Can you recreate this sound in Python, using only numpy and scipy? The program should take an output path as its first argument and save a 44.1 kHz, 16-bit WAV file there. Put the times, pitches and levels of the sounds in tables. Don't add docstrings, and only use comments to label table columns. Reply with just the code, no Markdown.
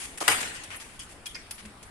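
import sys
import numpy as np
from scipy import signal
from scipy.fft import rfft, irfft
from scipy.io import wavfile
from scipy.ndimage import uniform_filter1d

SR = 44100
rng = np.random.default_rng(int(sys.argv[2]) if len(sys.argv) > 2 else 0)


def materialize(psi):
    bounded = np.clip(np.atleast_2d(psi).T, -1, 1)
    quanta = np.round(bounded * 32767).astype(np.int16)
    wavfile.write(sys.argv[1], SR, quanta)


N = 83790
CRACK_S = 0.2801

# f/Hz, level/dB, time to fade by 60 dB (t60)/s
WOOD_MODES = [(250, -33, .25), (320, -28.5, .25), (458, -27, .24), (600, -31, .1), (750, -24, .12),
              (834, -24, .2), (1034, -21, .12), (1190, -23, .08), (1284, -25, .13), (1470, -18, .07),
              (1538, -19, .1), (1635, -19, .07), (1745, -24, .1), (1981, -14, .07), (2100, -21, .05),
              (2210, -18, .06), (2400, -22, .05), (2560, -22, .05), (2870, -22, .06)]
# f/Hz, level/dB
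CRUSHED_BARK = [(100, -30), (550, -9), (1050, -1.5), (1950, 2), (2900, -1), (3800, -3.5), (5800, -7),
                (8800, -1.5), (11500, -9), (13000, -18), (16000, -75)]


def amp(db):
    return 10 ** (np.asarray(db) / 20)


def unit(x):
    return x / np.sqrt(np.mean(x ** 2) + 1e-20)


def read(points, hz):
    f, value = np.transpose(points)
    return np.interp(np.log(hz + 1), np.log(f + 1), value)


def pan(db):
    return amp(np.array([[db], [-db]]) / 2)


def since(start):
    return np.maximum(np.arange(N) / SR - start, 0)


def fade(t, t60):
    return np.exp(-np.log(1000) * t / t60)


def swell(start, length):
    return np.sin(np.pi * np.minimum(since(start) / length, 1))


def stroke(start, length, rise_s=0.00088, release_t60=0.041):
    return np.minimum(since(start) / rise_s, 1) * fade(since(start + length), release_t60)


def convolve(x, taps):
    return signal.fftconvolve(np.atleast_2d(x), np.atleast_2d(taps), axes=1)[:, :N]


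def colour(*tables):
    hz = abs(np.fft.fftfreq(4096, 1 / SR))
    log_gain = np.log(amp(sum(read(table, hz) for table in tables)))
    spectrum = np.exp(np.conj(signal.hilbert(log_gain)))
    taps = np.fft.ifft(spectrum).real[:len(hz) // 2]
    return taps / np.linalg.norm(taps)


def pair(a, b, likeness):
    likeness = np.clip(likeness, -1, 1)
    mid, side = a * np.sqrt((1 + likeness) / 2), b * np.sqrt((1 - likeness) / 2)
    return np.array([mid + side, mid - side])


def slips(per_s=9000, spread_db=1):
    size = amp(spread_db * np.minimum(rng.exponential(1, (2, N)), 4))
    clicks = size * rng.choice([-1, 1], (2, N)) * (rng.random((2, N)) < per_s / SR)
    return unit(pair(*clicks, likeness=0.073))


def contacts(per_s):
    return rng.standard_normal((2, N)) * (rng.random(N) < per_s / SR)


def ring(modes, start, rise_cycles=0.012):
    t = since(start)
    out = np.zeros(N)
    for hz, db, t60 in modes:
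        rise = 1 - np.exp(-hz * t / rise_cycles)
        out += amp(db) * rise * fade(t, t60) * np.sin(2 * np.pi * hz * t)
    return out


def air(level_db=-50, patchy_db=2):
    # f/Hz, level/dB
    air_colour = [(12, -35), (20, 2), (65, -0.5), (113, -9), (234, -6.5), (558, -13), (678, -10.5),
                  (2020, -15), (5680, -27), (6180, -33), (9670, -20), (10800, -29), (12100, -41),
                  (14300, -41), (16000, -62)]
    # f/Hz, likeness from 0 to 1
    likeness = [(30, 0.55), (70, 1), (250, 0.95), (600, 0.67), (2000, 0.042), (10000, 0.079)]
    hz = np.fft.rfftfreq(1024, 1 / SR)
    a, b, c, d, patches = rng.standard_normal((5, N // 256 + 5, len(hz)))
    patches = unit(uniform_filter1d(uniform_filter1d(patches, size=12, axis=0), size=12, axis=1))
    noise = pair(a + 1j * b, c + 1j * d, read(likeness, hz))
    spectra = noise * amp(read(air_colour, hz) + patchy_db * patches)
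    wash = signal.istft(spectra, nperseg=1024, noverlap=768, time_axis=1, freq_axis=2)[1][:, :N]
    return amp(level_db) * unit(wash) * pan(1.5)


def low_swells():
    # t/s, length/s, level/dB
    swells = [(0.274, 0.073, -45.5), (0.642, 0.12, -54), (1.529, 0.033, -56), (1.777, 0.038, -55.5)]
    # f/Hz, level/dB
    swell_colour = [(20, -53), (55, 7), (110, 1.5), (200, -5.5), (600, -31), (4000, -69)]
    strength = sum(amp(db) * swell(start, length) for start, length, db in swells)
    return convolve(rng.standard_normal(N) * strength, colour(swell_colour))


def drone(start_s=1.535, length_s=0.21, start_hz=226, sag_hz_per_s=100, level_db=-53):
    hz = start_hz - sag_hz_per_s * since(start_s)
    tone = np.sin(2 * np.pi * np.cumsum(hz) / SR)
    waver = unit(uniform_filter1d(uniform_filter1d(rng.standard_normal(N), size=900), size=900))
    return amp(level_db) * swell(start_s, length_s) * (1 + 0.57 * waver) * tone


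def garden(x, tail_db=-4, early_db=-4.5, blur_octaves=0.093, patchy_db=3.5):
    # f/Hz, level/dB
    echo_colour = [(60, 4), (200, 4.5), (420, 1), (700, -4), (1100, -5.5), (1900, -0.5), (3800, -0.5),
                   (5600, -1), (9400, 5), (12100, 0), (12700, -28), (16000, -32)]
    # f/Hz, t60/s
    echo_t60 = [(60, 4.2), (300, 0.96), (700, 0.94), (2000, 0.93), (5000, 1.17), (9000, 0.72),
                (14000, 0.38)]
    channels = np.vstack([x.mean(0), rng.standard_normal((2, N))])
    hz, t, spectra = signal.stft(channels, SR, nperseg=256, noverlap=192)
    source, noise = spectra[0], spectra[1:]
    octaves_apart = np.log2((hz[:, None] + hz[1]) / (hz + hz[1]))
    blur = np.exp(-(octaves_apart / blur_octaves) ** 2 / 2)
    power = blur / blur.sum(1, keepdims=True) @ abs(source) ** 2
    tail = fade(t, read(echo_t60, hz)[:, None]) ** 2 * np.clip(t / 0.0026 - 1, 0, 1)
    early = np.sin(np.pi * np.clip((t - 0.012) / 0.044, 0, 1))
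    answer = amp(tail_db) ** 2 * tail / tail.sum(1).mean() + amp(early_db) ** 2 * early / early.sum()
    echo_power = abs(signal.fftconvolve(power, answer, axes=1)[:, :len(t)])
    level = np.sqrt(echo_power) * unit(amp(read(echo_colour, hz)))[:, None]
    patches = rng.standard_normal(level.shape)
    patches = unit(uniform_filter1d(uniform_filter1d(patches, size=2, axis=0), size=20, axis=1))
    echo = noise / np.std(noise) * level * amp(patchy_db * patches)
    return signal.istft(echo, SR, nperseg=256, noverlap=192)[1][:, :N]


def scrapes():
    # t/s, length/s, level/dB, rasp near 2 kHz/dB, fizz near 9 kHz/dB
    runs = [(0.0, 0.059, -38, 4.5, 1), (0.057, 0.1, -51, 8.5, 0.5), (0.174, 0.011, -37, 10, 6),
            (0.204, 0.024, -33, 1.5, -4), (0.236, 0.13, -38, 10.5, -2), (0.405, 0.012, -32, 2, -4),
            (0.427, 0.0052, -33, 6, -10), (0.548, 0.021, -45.5, -32, -8), (0.635, 0.0092, -40, -3, -2),
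            (0.703, 0.054, -40.5, 14, -3.5), (0.764, 0.0054, -41, 24, 19), (0.799, 0.029, -43.5, 2.5, -4.5),
            (0.841, 0.13, -54, 9.5, 1.5), (0.992, 0.014, -41, 5, 4), (1.016, 0.02, -47.5, 5, 1),
            (1.09, 0.043, -51.5, 2, 0), (1.257, 0.013, -37.5, -2, -5.5), (1.271, 0.0072, -44.5, -4, 23),
            (1.352, 0.01, -40.5, 15, -2.5), (1.5081, 0.0067, -36.5, -2, -7.5), (1.58, 0.029, -47, 5.5, -8),
            (1.652, 0.0082, -45.5, 8.5, -2), (1.827, 0.0086, -45, 0, 1)]
    # f/Hz, level/dB
    scrape_colour = [(100, -28), (600, -11.5), (1300, -5.5), (2200, -1), (3300, -0.5), (3900, -4),
                     (4600, -1.5), (6000, -0.5), (8000, 2.5), (10500, 3.5), (11400, -8.5), (12200, -15),
                     (12800, -11.5), (16000, -40)]
    out = np.zeros((2, N))
    for start, length, db, rasp_db, fizz_db in runs:
        own_colour = [(2200, rasp_db), (4800, 0), (8500, fizz_db), (11500, fizz_db), (15000, 0)]
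        out += amp(db) * convolve(slips() * stroke(start, length), colour(scrape_colour, own_colour))
    return out


def clinks(focus_octaves=0.29, rise_cycles=1.4, chatter_db=-8):
    # t/s, length/s, level/dB, f struck hardest/Hz
    touches = [(0.761, 0.0086, -38, 10000), (0.992, 0.023, -41.5, 3230), (0.997, 0.017, -40.5, 5700),
               (1.015, 0.015, -48, 3220), (1.258, 0.014, -41, 2810), (1.265, 0.0069, -39, 3270),
               (1.266, 0.008, -40, 11000), (1.347, 0.0074, -34, 5100), (1.35, 0.02, -39.5, 2100),
               (1.5105, 0.0074, -32.5, 10700), (1.511, 0.0037, -40.5, 3730), (1.83, 0.005, -49, 6800)]
    # f/Hz, level/dB, t60/s
    gear_modes = [(1900, -3, .04), (2120, -1, .05), (2435, 1, .06), (2980, -3, .04), (3260, 0, .06),
                  (4450, -7, .03), (4780, 0, .035), (4960, -3, .04), (5260, -3, .03), (6270, -4, .04),
                  (9820, -3, .025), (10450, 0, .03), (11400, -6, .02), (12200, -5, .04)]
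    out = np.zeros((2, N))
    for start, length, db, focus_hz in touches:
        modes = [(hz, mode_db - 6 * (np.log2(hz / focus_hz) / focus_octaves) ** 2, t60)
                 for hz, mode_db, t60 in gear_modes]
        chatter = convolve(contacts(per_s=860) * stroke(start, length), ring(modes, 0, rise_cycles))
        out += amp(db) * (ring(modes, start, rise_cycles) + amp(chatter_db) * chatter)
    return out


def rigging():
    # f/Hz, level/dB, t60/s
    steel_modes = [(4896, -28.5, .25), (8080, -40, .25), (12938, -45, .58), (14062, -43.5, .5)]
    return ring(steel_modes, CRACK_S)


def bumps():
    # t/s, length/s, level/dB
    nudges = [(0.21, 0.016, -27.5), (0.252, 0.086, -43)]
    # f/Hz, level/dB
    bump_colour = [(60, -23), (220, -10), (365, 5), (480, -4.5), (660, 7.5), (900, -6.5), (1140, 3),
                   (1500, -13.5), (3000, -24), (8000, -33)]
    strength = sum(amp(db) * stroke(start, length) for start, length, db in nudges)
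    return convolve(slips() * strength, colour(bump_colour))


def rattle(tick_db=-7, ring_db=-20.5):
    t = since(CRACK_S)
    knocks = np.tanh(contacts(per_s=130)) * (t > 0) * fade(t, t60=0.7)
    ticks = convolve(knocks, colour(CRUSHED_BARK, [(2200, -8), (7000, -7)]))
    ringing = convolve(knocks, ring(WOOD_MODES, 0))
    return amp(tick_db) * ticks + amp(ring_db) * ringing


def crack(wood_db=-4.5, snap_db=2, low_cut_hz=322):
    # f/Hz, level/dB
    snap_colour = [(100, -8), (500, -12.5), (1100, -0.5), (1900, 8), (3200, -0.5), (5800, -19), (8500, -9),
                   (11000, -3), (15500, -17)]
    # t/s, t60/s, level/dB, treble/dB
    blows = [(0.2786, 0.031, -17, 1.5), (0.2807, 0.038, -12, 2.5), (0.286, 0.023, -21, 1)]
    out = amp(wood_db) * ring(WOOD_MODES, CRACK_S, rise_cycles=1.5) * pan(5.5)
    snap, at = colour(snap_colour), round(CRACK_S * SR)
    out[:, at:at + len(snap)] += amp(snap_db) * snap
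    for start, t60, db, treble_db in blows:
        t = since(start)
        burst = slips() * (t > 0) * fade(t, t60)
        out += amp(db) * convolve(burst, colour(CRUSHED_BARK, [(2000, 0.015), (7000, treble_db)]))
    return signal.sosfilt(signal.butter(2, low_cut_hz, "high", fs=SR, output="sos"), out)


def microphones(x):
    # f/Hz, gain of side against middle/dB
    width = [(40, -16), (130, -22), (260, -8), (500, -4.5), (950, 1.5), (15000, 0)]
    # f/Hz, left minus right/dB
    balance = [(60, -1.5), (400, 0.5), (900, 3), (2000, 6), (3800, 3), (7500, -1.5), (11000, 3.5),
               (14000, 0)]
    hz = np.fft.rfftfreq(2 * N, 1 / SR)
    left, right = rfft(x, 2 * N)
    mid = (left + right) / 2
    side = (left - right) / 2 * amp(read(width, hz))
    lean = amp(read(balance, hz) / 2)
    return irfft(np.array([(mid + side) * lean, (mid - side) / lean]))[:, :N]


def scene():
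    blow = crack()
    small_sounds = bumps() + rattle() + scrapes() + clinks()
    echoes = garden(blow + amp(-7.5) * small_sounds)
    return microphones(blow + small_sounds + rigging() + echoes) + air() + low_swells() + drone()


def record(dry, peak=0.88, top_hz=15800):
    clipped = np.clip(dry, -peak, peak)
    low_pass = signal.firwin(511, top_hz, window=("kaiser", 9), fs=SR)
    return signal.oaconvolve(clipped, low_pass[None], "same")


dry = scene()
out = record(dry)
materialize(out)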